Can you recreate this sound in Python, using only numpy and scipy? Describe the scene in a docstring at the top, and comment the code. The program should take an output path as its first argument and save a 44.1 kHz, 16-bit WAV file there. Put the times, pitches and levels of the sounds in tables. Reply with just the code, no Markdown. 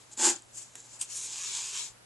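"""Craft table in a quiet room: a wide brush scrubs a stretched canvas close to a small camera microphone.
Dense random clicks of bristles slipping on the weave are filtered into bright tips, a fuller belly,
airy splayed hairs and the drumming canvas; single tufts snap free as brief rings with broad ticks.
Short diffuse echoes from table and jars spread the brush wide; filtered noise and a wavering
mains hum make the room."""
import sys
import numpy as np
from scipy import signal
from scipy.fft import rfft, irfft
from scipy.io import wavfile
from scipy.ndimage import uniform_filter1d

SR = 44100
rng = np.random.default_rng(int(sys.argv[2]) if len(sys.argv) > 2 else 0)


def level_to_linear(level):
    """Convert decibel levels to linear amplitude factors, elementwise."""
    exponent = np.asarray(level, float) / 20
    return 10 ** exponent


def store_pcm(level_fs):
    """Save levels as 16-bit WAV."""
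    pcm = np.round(np.clip(level_fs, -1, 1) * 32767).astype(np.int16)
    wavfile.write(sys.argv[1], SR, np.atleast_2d(pcm).T)


N = 90404  # samples

# Body of the bristles, flat on the weave: pitch_hz [Hz], density_db [dB per Hz, relative]
BELLY_COLOUR = [(200, -38), (330, -52), (380, -13.5), (440, -26), (620, -43), (780, -23), (950, -12.5),
                (1150, -15.5), (1350, -21), (1600, -15.5), (2000, -21), (2250, -11.5), (2550, -9.5),
                (2950, -11), (3400, -9.5), (4600, -9.5), (5800, -7.5), (7000, -2.5), (8000, -4.5),
                (9000, -14), (11500, -26)]


def level(x, db):
    """Set the rms level."""
    return x * level_to_linear(db) / np.sqrt(np.mean(x ** 2))


def colour(x, table):
    """Causal minimum-phase filter through (Hz, dB) points, joined on a log frequency axis."""
    points = np.array(table, float)
    hz = np.maximum(np.arange(1025) * SR / 2048, 1)
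    gain_db = np.interp(np.log(hz), np.log(points[:, 0]), points[:, 1])
    cepstrum = irfft(np.log(level_to_linear(gain_db)))
    # folding the cepstrum onto positive times makes the filter causal
    cepstrum[1:1024] *= 2
    cepstrum[1025:] = 0
    impulse = irfft(np.exp(rfft(cepstrum)))
    return signal.fftconvolve(x, impulse)[:N]


def ring(x, hz, width_hz):
    """One resonance, gain 1 at its centre."""
    return signal.lfilter(*signal.iirpeak(hz, hz / width_hz, SR), x)


def ring_twice(x, hz, width_hz):
    """Two equal resonances in a row, for steeper skirts."""
    return ring(ring(x, hz, width_hz), hz, width_hz)


def walk(rate):
    """Random levels held 1 / rate s and slewed twice; spread 1."""
    hold = int(SR / rate)
    steps = np.repeat(rng.standard_normal(N + 1)[:N // hold + 1], hold)
    smooth = uniform_filter1d(uniform_filter1d(steps, hold), hold)[:N]
    return smooth / smooth.std()


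def control(column):
    """One column of the stroke table at every sample."""
    # Brush strokes: time_s [s], scratch_db [dB], flatness [0 tips only to 1 whole belly],
    # drum_db [canvas, dB relative to scratch], airy_db [splayed hairs, dB relative to scratch]
    strokes = np.array([(0, -58, .6, -12, -20), (.07, -66, .6, -12, -20), (.109, -62, .4, -16, -20),
                        (.115, -50, .2, -18, -20), (.138, -47, .2, -18, -20), (.146, -58, .4, -12, -20),
                        (.166, -60, .4, -12, -20), (.174, -43, .4, -12, -16), (.195, -32, .4, -10, -14),
                        (.225, -27, .4, -10, -14), (.255, -22, .4, -11, -14), (.28, -22, .4, -12, -14),
                        (.305, -27, .4, -11, -14), (.325, -36, .5, -8, -14), (.35, -45, .7, -7, -16),
                        (.39, -55, .6, -9, -20), (.45, -66, .5, -12, -20), (.52, -65, .3, -18, -14),
                        (.55, -48, .05, -24, -10), (.58, -40, .05, -25, -10), (.6, -47, .2, -24, -10),
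                        (.62, -45, .2, -24, -12), (.66, -55, .3, -20, -16), (.71, -61, .3, -16, -18),
                        (.753, -57, .3, -16, -18), (.7545, -44, .6, -8, -4), (.759, -49, .3, -10, -14),
                        (.775, -50, .3, -13, -18), (.8, -50, .3, -14, -18), (.835, -57, .3, -14, -18),
                        (.855, -52, .3, -16, -18), (.88, -58, .3, -16, -18), (.94, -50, .3, -20, -14),
                        (.99, -57, .3, -16, -14), (.997, -47, .3, -22, -6), (1.0095, -46, .3, -24, -4),
                        (1.0125, -33, .35, -28, 0), (1.03, -38, .4, -26, -3), (1.05, -47, .4, -22, -6),
                        (1.07, -54, .4, -18, -10), (1.092, -49, .3, -22, -10), (1.102, -44, .4, -24, -8),
                        (1.14, -42, .35, -26, -4), (1.175, -37, .2, -28, -1), (1.215, -41, .4, -26, -4),
                        (1.255, -38, .4, -26, -3), (1.29, -42, .6, -24, -12), (1.36, -39, .7, -36, -16),
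                        (1.46, -36, .7, -36, -18), (1.5, -38, .7, -36, -18), (1.56, -34, .7, -36, -16),
                        (1.63, -37, .7, -36, -18), (1.72, -39, .8, -36, -18), (1.78, -34, .7, -36, -16),
                        (1.82, -38, .7, -36, -18), (1.85, -40, .6, -34, -16), (1.88, -46, .6, -32, -16),
                        (1.905, -53, .4, -28, -16), (1.925, -63, .5, -20, -18), (1.97, -78, .5, -14, -18)])
    return np.interp(np.arange(N) / SR, strokes[:, 0], strokes[:, column])


def slips():
    """Bristles letting go of the weave: dense random clicks of uneven strength, in slight patches."""
    slips_per_s, spread_db, patchy_db = 14000, 0.5, 0.3
    happens = rng.random(N) < slips_per_s / SR
    strength = rng.standard_normal(N)
    size = np.minimum(rng.exponential(size=N), 5)
    return happens * strength * level_to_linear(spread_db * size + patchy_db * walk(98.7))


def bristle_tips():
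    """Thin bright scratch of the tips, its spectral peak sliding as the brush tilts."""
    # Colour of the tips before sliding: pitch_hz [Hz], density_db [dB per Hz, relative]
    tip_colour = [(1180, -66), (2000, -32), (3290, -34), (5180, -14.5), (7360, 2.5), (9580, -14.5),
                  (11500, -26), (15000, -56), (22000, -120)]
    # Where the tips sing brightest as the brush tilts: time_s [s], pitch_hz [Hz]
    tip_peak = [(.1, 7350), (.26, 7300), (0.349, 7150), (0.579, 7300), (.83, 7300), (0.949, 6950),
                (1.0, 7800), (1.04, 7700), (1.099, 7100), (1.181, 6950), (1.299, 6800), (1.531, 6900),
                (1.71, 7000), (1.78, 7400), (1.902, 7500)]
    wander_hz = 90
    tips = level(colour(slips(), tip_colour), 0)
    peak_hz = np.interp(np.arange(N) / SR, *np.array(tip_peak).T) + wander_hz * walk(30)
    slide_hz = peak_hz - max(tip_colour, key=lambda row: row[1])[0]
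    # a single-sideband shift moves the whole spectrum by slide_hz
    return np.real(signal.hilbert(tips) * np.exp(2j * np.pi * np.cumsum(slide_hz) / SR))


def brush_belly():
    """Fuller scratch of the bristle bodies lying on the weave."""
    return level(colour(slips(), BELLY_COLOUR), 0)


def canvas_drum():
    """Slips drive the resonances of the stretched canvas, summed with alternating signs."""
    # Canvas resonances: pitch_hz [Hz], width_hz [Hz, before the 0.97 trim], gain_db [dB, relative]
    modes = [(218, 72, -5.5), (259.6, 44, 0), (341, 88, 5), (461, 40, 1.5), (567, 214, -6), (861, 144, 1.5),
             (1060, 250, -9), (1580, 620, -3.5), (2075, 190, -13.5)]
    push = slips()
    drum = np.zeros(N)
    for k, (hz, width_hz, db) in enumerate(modes):
        drum += (-1) ** k * level_to_linear(db) * ring_twice(push, hz, 0.97 * width_hz)
    return level(drum, 0)


def airy_hairs():
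    """Splayed hairs: slips through one broad treble resonance."""
    return level(ring_twice(slips(), 8540, 2370), 0)  # centre Hz, width Hz of each pass


def scratch():
    """Flatness crossfades tips into belly by power; canvas and hairs follow the scratch level."""
    flat = np.clip(control(2), 0, 1)
    contact = np.sqrt(1 - flat) * bristle_tips() + np.sqrt(flat) * brush_belly()
    drum = level_to_linear(control(3)) * canvas_drum()
    airy = level_to_linear(control(4)) * airy_hairs()
    return level_to_linear(control(1)) * (contact + drum + airy)


def echoes(x):
    """Close reflections from table and jars: four short random tails, their mix slowly rotating and wandering."""
    t60_s = 0.041
    t = np.arange(4096) / SR
    tails = rng.standard_normal((4, 4096)) * level_to_linear(-60 * t / t60_s)
    # about 3 turns per s, so that no fixed colour stands out
    turn = np.cumsum(3.006 + walk(3.91)) * 2 * np.pi / SR
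    wet = np.zeros(N)
    for k, tail in enumerate(tails):
        # the squared shares of the four tails always add to 1
        share = np.cos(turn + k * np.pi / 4) / np.sqrt(2)
        wet += signal.fftconvolve(x * share, tail / np.sqrt(np.sum(tail ** 2)))[:N]
    return wet


def room():
    """Still air as wide filtered noise with a drifting level, and a wavering mains hum in the centre."""
    # Colour of the air: pitch_hz [Hz], density_db [dB per Hz, relative]
    air_colour = [(18, -86), (30, -4), (60, -11), (127, -7), (231, -12), (441, -11), (625, -10.5),
                  (886, -11), (3150, -17.5), (11500, -19.5), (15000, -66), (22000, -120)]
    # Width of the air: pitch_hz [Hz], side_db [dB, side minus mid]
    air_width = [(60, 4), (110, -16), (190, -1), (350, 1.5), (620, -0.5), (1120, -1), (2000, -0.5),
                 (3600, -1.5), (6450, -0.5), (11600, -5)]
    air_db, hum_hz, hum_db = -61, 117.5, -69.5  # rms of mid air, centre hum level
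    mid, side = (colour(rng.standard_normal(N), air_colour) * level_to_linear(1.0 * walk(6.55)) for _ in range(2))
    gain = level_to_linear(air_db) / mid.std()
    air = gain * (mid + colour(side, air_width) * np.array([[1], [-1]]))
    phase = 2 * np.pi * hum_hz * np.arange(N) / SR + 0.3 * walk(16.5)
    hum = level_to_linear(hum_db + 1.3 * walk(25.4)) * np.sqrt(2) * np.sin(phase)
    return air + hum


def catches():
    """Tufts catch and snap free: each a brief ring with a broad tick under one bell-shaped envelope."""
    # Snaps: centre_s [s], ring_db [dB, envelope peak], ring_hz [Hz], length_s [s, centre to 1/e]
    snaps = [(.1755, -33, 7100, .0008), (.1935, -24, 6800, .0006), (.2237, -16, 7300, .0007),
             (.2540, -11, 7400, .0011), (.2703, -11, 7400, .0006), (.2800, -12, 7300, .0006),
             (.2990, -19, 7400, .001), (.3620, -33, 7100, .001), (.4222, -38, 8000, .0004),
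             (.7541, -28, 10500, .00005), (.7547, -30, 7000, .00025), (.7552, -33, 2000, .00012),
             (.7561, -36, 7300, .0008), (.8037, -37, 7300, .0006), (1.0127, -21, 8000, .0003),
             (1.0142, -17, 8400, .0003), (1.0160, -31, 3400, .0004), (1.0190, -22, 8500, .0003),
             (1.0230, -23, 8800, .0004), (1.4240, -27, 7000, .0006), (1.4910, -25, 5000, .0001),
             (1.5325, -24, 6800, .0005)]
    tick_db = -24  # gain of the ticks
    rings, ticks = np.zeros(N), np.zeros(N)
    t = (np.arange(512) - 256) / SR
    for centre_s, db, hz, length_s in snaps:
        first = int(centre_s * SR) - 256
        envelope = level_to_linear(db) * np.exp(-(t / length_s) ** 2)
        rings[first:first + 512] += envelope * np.sin(2 * np.pi * hz * t)
        ticks[first:first + 512] += envelope * rng.standard_normal(512)
    return rings + level_to_linear(tick_db) * colour(ticks, BELLY_COLOUR)


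def fold(x):
    """In the narrow spells the side all but loses a treble band and is turned down around it."""
    # Spells folding to the centre: start_s [s], end_s [s], below_db and above_db [side gain around the gap, dB]
    spells = [(0.113, 0.312, -12, -6.5), (0.379, 0.483, -1, -18), (0.703, 0.867, -1, -9),
              (1.014, 1.051, -9.5, -21), (1.15, 1.462, -9, -13), (1.522, 1.788, -7, -12.5)]
    gap_hz, gap_db = (3950, 8050), -40
    t = np.arange(N) / SR
    mid, side = (x[0] + x[1]) / 2, (x[0] - x[1]) / 2
    below, up_to_top = (signal.sosfiltfilt(signal.ellip(10, .1, 50, hz, fs=SR, output="sos"), side)
                        for hz in gap_hz)
    bands = [below, up_to_top - below, side - up_to_top]
    gains = np.ones((3, N))
    for start_s, end_s, below_db, above_db in spells:
        gains[:, (t > start_s) & (t < end_s)] = level_to_linear(np.array([[below_db], [gap_db], [above_db]]))
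    side = np.sum(uniform_filter1d(gains, size=600) * bands, axis=0)
    return np.array([mid + side, mid - side])


def scene():
    """Brush a little left of centre, its reflections spread wide, over the room."""
    # Spread of the reflections: pitch_hz [Hz], side_db [dB, gain of the side echoes]
    spread = [(60, 2), (110, -4), (190, -32), (350, -4), (620, -26), (1120, -17), (2000, -10), (3600, 1.5),
              (6450, -6), (11600, -1.5)]
    # Lean to the left: pitch_hz [Hz], lean_db [dB by which the left port hears the brush louder]
    lean = [(100, 3), (2000, 2.5), (5000, 7), (8000, 0.5), (11500, 15)]
    brush = scratch() + catches()
    mid = brush + level_to_linear(-11.5) * echoes(brush)
    side = colour(echoes(brush), spread)
    ports = [colour(mid, [(hz, sign * db / 2) for hz, db in lean]) for sign in (1, -1)]
    return np.array(ports) + side * np.array([[1], [-1]]) + room()


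def band_limit(x):
    """A steep low-pass at the top of the band."""
    return signal.sosfilt(signal.butter(12, 12180, fs=SR, output="sos"), x)


def record(dry):
    """The stereo side thins in some spells; the top is cut steeply."""
    top_hz = 11450
    mix = signal.sosfilt(signal.ellip(12, .2, 80, top_hz, fs=SR, output="sos"), fold(dry))
    return band_limit(mix)


dry = scene()
out = record(dry)
store_pcm(out)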